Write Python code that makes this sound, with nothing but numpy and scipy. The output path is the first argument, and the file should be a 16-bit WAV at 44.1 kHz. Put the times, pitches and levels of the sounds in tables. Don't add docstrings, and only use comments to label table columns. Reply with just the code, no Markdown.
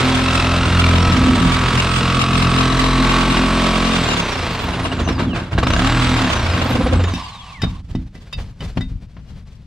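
import sys
import numpy as np
from scipy import signal
from scipy.fft import rfft, irfft
from scipy.io import wavfile
from scipy.ndimage import uniform_filter1d, map_coordinates

SR = 44100
rng = np.random.default_rng(int(sys.argv[2]) if len(sys.argv) > 2 else 0)


def dump_mix(stems):
    frames = np.atleast_2d(stems).T
    limited = np.clip(frames, -1, 1)
    pcm = np.round(limited * 32767).astype(np.int16)
    wavfile.write(sys.argv[1], SR, pcm)


N = 426006
TIME = np.arange(N) / SR
FULL_SPEED = 44


def amp(db):
    return 10 ** (np.asarray(db) / 20)


def unit_rms(x):
    return x / np.sqrt(np.mean(x ** 2) + 1e-20)


def in_time(rows):
    times, *columns = np.transpose(rows)
    return [np.interp(TIME, times, column) for column in columns]


def fade_in(centre_s, length_s):
    return np.clip((TIME - centre_s) / length_s + .5, 0, 1)


def drift(rate_hz):
    knots = rng.standard_normal(int(N / SR * 60) + 2)
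    return np.interp(TIME * rate_hz, np.arange(len(knots)), knots)


def colour(x, spectrum):
    hz = np.maximum(np.arange(N // 2 + 1) * SR / N, 1)
    knot_hz, knot_db = np.transpose(spectrum)
    return irfft(rfft(x) * amp(np.interp(np.log(hz), np.log(knot_hz), knot_db)), N)


def butter(x, order, hz, kind):
    return signal.sosfilt(signal.butter(order, hz, kind, fs=SR, output="sos"), x)


def decay(impulses, t60):
    return signal.lfilter([1], [1, -amp(-60 / (t60 * SR))], impulses + 1e-18)


def ring(force, hz, t60):
    r, w = amp(-60 / (t60 * SR)), 2 * np.pi * hz / SR
    return signal.lfilter([0, np.sin(w)], [1, -2 * r * np.cos(w), r * r], force + 1e-18)


def resonate(force, modes):
    return sum(amp(db) * ring(force, hz, t60) for hz, t60, db in modes)


def passing(turns, places):
    slot = np.searchsorted(places, turns % 1) % len(places)
    at = np.flatnonzero(np.diff(slot)) + 1
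    return at, slot[at - 1]


# f/Hz, side re mid/dB
SIDE_SPECTRUM = [(40, -19.5), (180, -26), (700, -11), (2500, -7), (6000, -2)]

def widen(x):
    echoes = rng.standard_normal(400) * np.exp(-np.arange(400) / 160)
    side = signal.fftconvolve(x, echoes / np.sqrt(np.sum(echoes ** 2)))[:N] * unit_rms(drift(45))
    return x + colour(side, SIDE_SPECTRUM) * [[1], [-1]]


# f/Hz, level/dB
RUMBLE_SPECTRUM = [(25, 8.5), (172, -2.5), (321, -22), (880, -120)]
RUB_SPECTRUM = [(240, -34), (400, -7.5), (1010, -15.5), (4520, -21), (14000, -43.5)]
# t/s, rumble level/dB, rubbing level/dB
SHOVES = [(7.64, -14.5, -39), (7.91, -21.5, -45.5), (7.96, -21, -47.5), (8.16, -27.5, -42),
          (8.377, -20.5, -38.5), (8.63, -20.5, -41.5), (8.776, -17, -41.5), (8.91, -20.5, -67),
          (9.18, -29.5, -55), (9.31, -26, -50.5)]

def handling():
    rumble_db, rub_db = -35, -55
    for s, shove_db, rubbing_db in SHOVES:
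        swell_db = np.minimum(361 * (TIME - s), -84 * (TIME - s))
        rumble_db = np.maximum(rumble_db, shove_db + swell_db)
        rub_db = np.maximum(rub_db, rubbing_db + swell_db)
    rumble = unit_rms(colour(rng.standard_normal(N), RUMBLE_SPECTRUM))
    grit = rng.standard_normal(N) * amp(2.3 * np.minimum(rng.exponential(1, N), 4) + 4.1 * drift(40))
    return amp(rumble_db) * rumble + amp(rub_db) * unit_rms(colour(grit, RUB_SPECTRUM))


# f/Hz, level/dB, T60/s
STEEL_MODES = [(2004, -6, 0.11), (2654, -8.5, 0.15), (3010, -6, 0.063), (3690, -2, 0.16),
               (4830, -8.5, 0.098), (5240, -5.5, 0.048)]
# t/s, tap level/dB, knock level/dB, share of steel/1
TAPS = [(7.0377, -12.5, -26, 0.7), (7.137, -11.5, -17.5, 1), (7.6178, -14, -45, 0.97),
        (7.6341, -24, -16, 0.55), (7.9512, -25, -15, 0.75), (8.1517, -33.5, -36, 0.85),
        (8.3268, -17.5, -44, 0.94), (8.383, -32.5, -35, 0), (8.6053, -24, -35, 0.83),
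        (8.772, -26.5, -15.5, 0.16), (8.808, -26, -21, 1), (9.166, -43.5, -40, 0.1)]

def taps():
    s, tap_db, knock_db, steel = np.transpose(TAPS)

    def blows(heights):
        force = np.zeros(N)
        force[np.round(s * SR).astype(int)] = heights
        return force

    scatter_db = rng.normal(0, 5, (len(s), len(STEEL_MODES)))
    rattle = rng.standard_normal(N)
    ringing = 0
    for k, (hz, db, t60) in enumerate(STEEL_MODES):
        contact = decay(blows(steel * amp(tap_db + db - 32.5 + scatter_db[:, k])), t60=.056)
        ringing += ring(rattle * contact, hz, t60)
    crack = rattle * decay(blows(steel * amp(tap_db - 11)), t60=.059)
    crack = butter(crack, 2, [600, 5000], "band")
    scuff = butter(colour(rattle * amp(5.5 * drift(59)), RUB_SPECTRUM), 2, 2940, "low")
    scuff_gain = decay(blows((1 - steel) * amp(tap_db)), t60=.11)
    scuff_gain = signal.lfilter([.02], [1, -.98], scuff_gain)
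    knock = blows(amp(knock_db))
    thud = .5 * resonate(knock, PANEL_MODES) + .14 * resonate(knock, SAW_MODES[:2])
    return ringing + crack + 1.67 * scuff_gain * unit_rms(scuff) + thud


# on t/s, off t/s, kerf drag in the coast that follows/(strokes/s^2)
TRIGGER = [(-1, 3.961, 10.7), (5.502, 6.111, 13.45)]
# t/s, rate/(strokes/s)
LOADED_SPEED = [(0, 43.0), (.35, 43.13), (.85, 42.9), (1.15, 42.45), (1.85, 43.26), (2.85, 43.48),
                (3.65, 43.97), (4, 43.97), (5.5, 43.27)]

def motor():
    step_s, spin_up_s = .001, .165
    friction, air_drag = 11.66, 28.4
    s = np.arange(0, N / SR + step_s, step_s)
    held = sum((s >= on) & (s < off) for on, off, _ in TRIGGER)
    on, _, kerf_drag = np.transpose(TRIGGER)
    binding = np.interp(s, (6.775, 7.413), [1, .2])
    drags = friction + kerf_drag[np.searchsorted(on, s) - 1] * binding
    goals = np.interp(s, *np.transpose(LOADED_SPEED))
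    speed = [goals[0]]
    for driven, goal, drag in zip(held, goals, drags):
        v = speed[-1]
        change = (goal - v) / spin_up_s if driven else -drag - air_drag * (v / FULL_SPEED) ** 3
        speed.append(max(v + step_s * change, 0))
    coasting = uniform_filter1d(1. - held, size=300)
    return in_time(np.transpose([s, speed[:-1], coasting]))


def gears(turns, speed):
    noise = rng.standard_normal(N)
    whirr = unit_rms(resonate(noise, SAW_MODES[2:3])) + 1.2 * unit_rms(colour(noise, CUT_SPECTRUM))
    level_db = -34.5 - 15.5 * np.clip(1 - speed / 9.5, 0, 1)
    throb_db = 2 * drift(25) + 2 * np.cos(2 * np.pi * (turns - .3))
    gain = amp(level_db + throb_db) * fade_in(7.1, .05) * np.clip(speed, 0, 1)
    return gain * butter(whirr, 4, 800, "high")


# cycles per stroke, loudest f/Hz, level/dB, roll-off below and above/(dB/octave)
MOTOR_ORDERS = [(190, 5100, -42, -16, -4), (560.5, 3500, -43, -3, -7)]

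def whines(turns, speed):
    throb = amp((1 - speed / 60) * (5 * np.cos(2 * np.pi * turns) + 6 * drift(36)))
    wobble = .58 * drift(55)
    spin_up_db = -30 * (np.gradient(speed) > 0)
    out = 0
    for (order, loud_hz, db, below, above), dip_db in zip(MOTOR_ORDERS, (0, spin_up_db)):
        hz = order * speed
        octaves = np.log2(np.maximum(hz, 1) / loud_hz)
        gain = amp(db + dip_db + np.where(octaves < 0, -below, above) * octaves) * (hz < 15500)
        out += np.sqrt(2) * gain * np.sin(2 * np.pi * order * turns + wobble)
    return throb * out * np.clip(2 * speed - 2, 0, 1)


# f/Hz, T60/s
BLADE_MODES = [(1150, 0.13), (1300, 0.2)]
# t/s, rocking level/dB, lower and upper blade mode level/dB
SINKING_LEVELS = [(0, -46, -37, -35), (.6, -53, -32, -28), (1.95, -50, -38, -27), (2.2, -38, -26.5, -37),
                  (2.85, -18.5, -28, -35.5), (3.6, -22, -35, -32)]
CLEAR_S = 7.12

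def rocking_and_ringing(turns, stroke, speed, coasting):
    rock_db, *ring_db = in_time(SINKING_LEVELS) - 12 * coasting
    pluck = np.diff(np.floor(stroke), prepend=0) * amp(2 * rng.standard_normal(N))
    ringing = sum(amp(db) * unit_rms(ring(pluck, *mode)) for mode, db in zip(BLADE_MODES, ring_db))
    rocking = np.sqrt(2) * amp(rock_db) * np.cos(2 * np.pi * (turns - .044))
    return (ringing + rocking) * (1 - fade_in(CLEAR_S, .084)) * np.clip(speed / FULL_SPEED, 0, 1)


# start t/s, end t/s, f/Hz, level/dB, relative level of harmonic 4/dB
SQUEALS = [(0.23, 0.58, 1315, -28.5, -10), (0.608, 0.9, 1390, -31, -17), (0.815, 0.97, 1170, -28.5, -19),
           (0.968, 1.124, 1380, -33, 2.5), (1.717, 2.676, 1285, -30.5, -7.5), (2.61, 3.097, 1974, -34, -14),
           (6.614, 7.01, 258, -26.5, -14)]
SQUEAL_HARMONICS = [1, 3.5, -5.5]

def squeals(turns):
    offset = (turns - .14 + .5) % 1 - .5
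    burst = np.exp(-(offset / .15) ** 2) * amp(2.5 * drift(40))
    middle = turns - offset
    detune = 1 + .009 * rng.standard_normal(N)[np.round(middle).astype(int)]
    clock = (TIME - np.interp(middle, np.maximum.accumulate(turns), TIME)) * detune
    harmonics = [amp(db + 2 * drift(3)) for db in SQUEAL_HARMONICS]
    out = 0
    for start, end, hz, db, fourth_db in SQUEALS:
        gains = [*harmonics, amp(fourth_db)]
        tone = sum(gain * np.sin(2 * np.pi * k * hz * clock) for k, gain in enumerate(gains, 1))
        out += amp(db) * (fade_in(start, .042) - fade_in(end, .12)) * tone
    return 2 * burst * out


# f/Hz, T60/s, level/dB
SAW_MODES = [(511, 0.031, -1), (699, 0.022, 6.5), (1127, 0.021, 5.5), (1630, 0.055, -2.5),
             (2850, 0.043, -0.5), (3977, 0.039, -9)]

def slaps(turns, speed, coasting, rasp_db):
    level_db = rasp_db - 12 * (speed / FULL_SPEED) ** 4
    level_db -= 15.5 * coasting * np.clip((speed - 15) / 10, 0, 1)
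    level_db += 16 * (1 - coasting) * (1 - speed / FULL_SPEED)
    at = np.flatnonzero(np.diff(np.floor(turns))) + 1
    scatter_db = rng.normal(0, 4, (len(at), len(SAW_MODES)))
    out = 0
    for k, (hz, t60, db) in enumerate(SAW_MODES):
        force = np.zeros(N)
        force[at] = amp(level_db[at] + db + scatter_db[:, k] + 3.5 * drift(2.5)[at])
        contact = np.hanning(160) / 40 * np.cos(2 * np.pi * hz * np.arange(160) / SR)
        out += ring(signal.fftconvolve(force, contact)[:N], hz, t60)
    return out


# t/s, then level/dB of rasp, wall boom, and low, middle and high panel modes,
# which trade places as the saw moves on
CUT_LEVELS = [(0, -20, -31, -21, -29.5, -20), (.7, -22.5, -18, -23.5, -21, -25.5),
              (1.3, -22.5, -15, -20.5, -16.5, -18.5), (1.95, -22, -26, -22, -23.5, -31.5),
              (2.5, -22, -31, -17.5, -18, -22.5), (3.0, -21, -37, -23, -34.5, -15),
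              (3.55, -21, -27.5, -33, -22, -18.5), (4.0, -20.5, -36.5, -30, -19.5, -21),
              (4.4, -23, -29, -28, -31, -41.5), (4.8, -25.5, -25, -28, -28.5, -28),
              (5.36, -25.5, -28.5, -22, -24.5, -24), (5.58, -21.5, -15, -18.5, -23, -27.5),
              (6.1, -21, -20, -23, -22.5, -16), (6.5, -23, -21.5, -21.5, -29.5, -33.5),
              (6.95, -25.5, -14, -25, -19.5, -27), (7.12, -31, -17.5, -33, -36, -43)]

def cut_levels(speed):
    biting_speed = np.where(np.gradient(speed) > 0, 7.7, 4.8)
    stall_db = -17.5 * np.clip(1 - speed / biting_speed, 0, 1)
    clear_db = -140 * np.maximum(TIME - CLEAR_S, 0)
    return in_time(CUT_LEVELS) + stall_db + clear_db


# f/Hz, T60/s, level/dB
WALL_MODES = [(66.1, 1, -7), (87.35, 0.96, -2.5)]
PANEL_MODES = [(122.2, 0.11, 5.5), (177, 0.19, 5.5), (227.5, 0.13, 4.5), (255.8, 0.25, 1), (317, 0.33, -8)]

def thumps(turns, speed, shake, levels_db):
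    at, end = passing(turns, np.array([.33, .84]))
    yanks = np.zeros(N)
    yanks[at] = np.array([1, -.35])[end] * amp(2.5 * shake[at] * rng.standard_normal(N)[at])
    yanks *= np.sqrt(SR / np.maximum(speed, 6))
    force = np.sqrt(1 - shake ** 2) * yanks + shake * rng.standard_normal(N) * amp(3.5 * drift(25))
    groups = WALL_MODES, PANEL_MODES[:1], PANEL_MODES[1:3], PANEL_MODES[3:]
    return sum(amp(db) * unit_rms(resonate(force, modes)) for db, modes in zip(levels_db, groups))


def teeth(turns, speed):
    places = np.sort(rng.random(70))
    at, tooth = passing(turns, places)
    patterns = rng.standard_normal((40, len(places)))
    progress = np.clip(turns[at] / 22.65, 0, 38)
    clicks = np.zeros(N)
    clicks[at] = map_coordinates(patterns, [progress, tooth], order=1)
    return clicks * np.sqrt(SR / len(places) / np.maximum(speed, 6))


# f/Hz, level/dB
CUT_SPECTRUM = [(300, -8), (1170, -4.5), (1820, -10), (2620, -9), (3940, -10), (6030, -21), (8380, -25.5),
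                (14000, -45)]

def rip(turns, speed, shake, rasp_db):
    clicks = teeth(turns, speed)
    chips = unit_rms(rng.standard_normal(N) * amp(np.minimum(rng.exponential(1, N), 4)))
    phase, slowness = turns % 1, 1 - speed / FULL_SPEED
    attack = np.minimum(phase / .14, 1) ** 2
    burst = unit_rms(attack * np.exp(-(phase / .39) ** 2))
    depth = np.clip(1.05 - .043 * speed, .2, .85)
    depth = np.minimum(depth + 1.5 * (np.gradient(speed) > 0) * slowness, .8)
    swell = (1 - depth + depth * burst) * amp(.9 * drift(30))
    flex = [amp(2.5 * drift(1.64)) for _ in SAW_MODES]
    steady = np.clip(1.15 - .51 * shake, 0, 1)
    hiss_db = rasp_db - 2 - 7.5 * slowness
    out = 0
    for band, db, regular in (("low", rasp_db, .9 * steady), ("high", hiss_db, .6 * steady)):
        force = swell * (regular * clicks + np.sqrt(1 - regular ** 2) * chips)
        body = sum(gain * resonate(force, [mode]) for gain, mode in zip(flex, SAW_MODES))
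        ripped = unit_rms(colour(force, CUT_SPECTRUM)) + .19 * unit_rms(body)
        out += amp(db) * unit_rms(butter(ripped, 4, 1800, band))
    return out


# t/s, shake/1, lead of the bite on the crank/turns
GRIP = [(1.0, 0.5, 0.13), (1.15, 0.96, 0.19), (1.8, 0.38, .17), (4.6, 0.36, -0.014), (5.4, 1, 0.02),
        (5.58, 0.33, -.2), (6.25, 0.27, -0.18), (6.6, 1, -0.17)]
# t/s, left re right/dB
BALANCE = [(7.9, -0.5), (9.1, 3)]

def scene():
    speed, coasting = motor()
    turns = np.cumsum(speed) / SR - .25
    shake, lead = in_time(GRIP)
    stroke = turns + lead
    rasp_db, *tank_db = cut_levels(speed)
    mix = thumps(turns, speed, shake, tank_db) + rip(stroke, speed, shake, rasp_db)
    mix += slaps(stroke, speed, coasting, rasp_db) + squeals(stroke)
    mix += rocking_and_ringing(turns, stroke, speed, coasting)
    mix += whines(turns, speed) + gears(stroke, speed) + handling() + taps()
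    return widen(mix) * amp(in_time(BALANCE)[0] * [[.5], [-.5]])


def record(dry):
    x = .84 * np.tanh(butter(dry, 3, 33, "high") / .87)
    x[0] = np.roll(x[0], 1)
    return signal.sosfilt(signal.cheby2(12, 70, 15800, fs=SR, output="sos"), x)


dry = scene()
out = record(dry)
dump_mix(out)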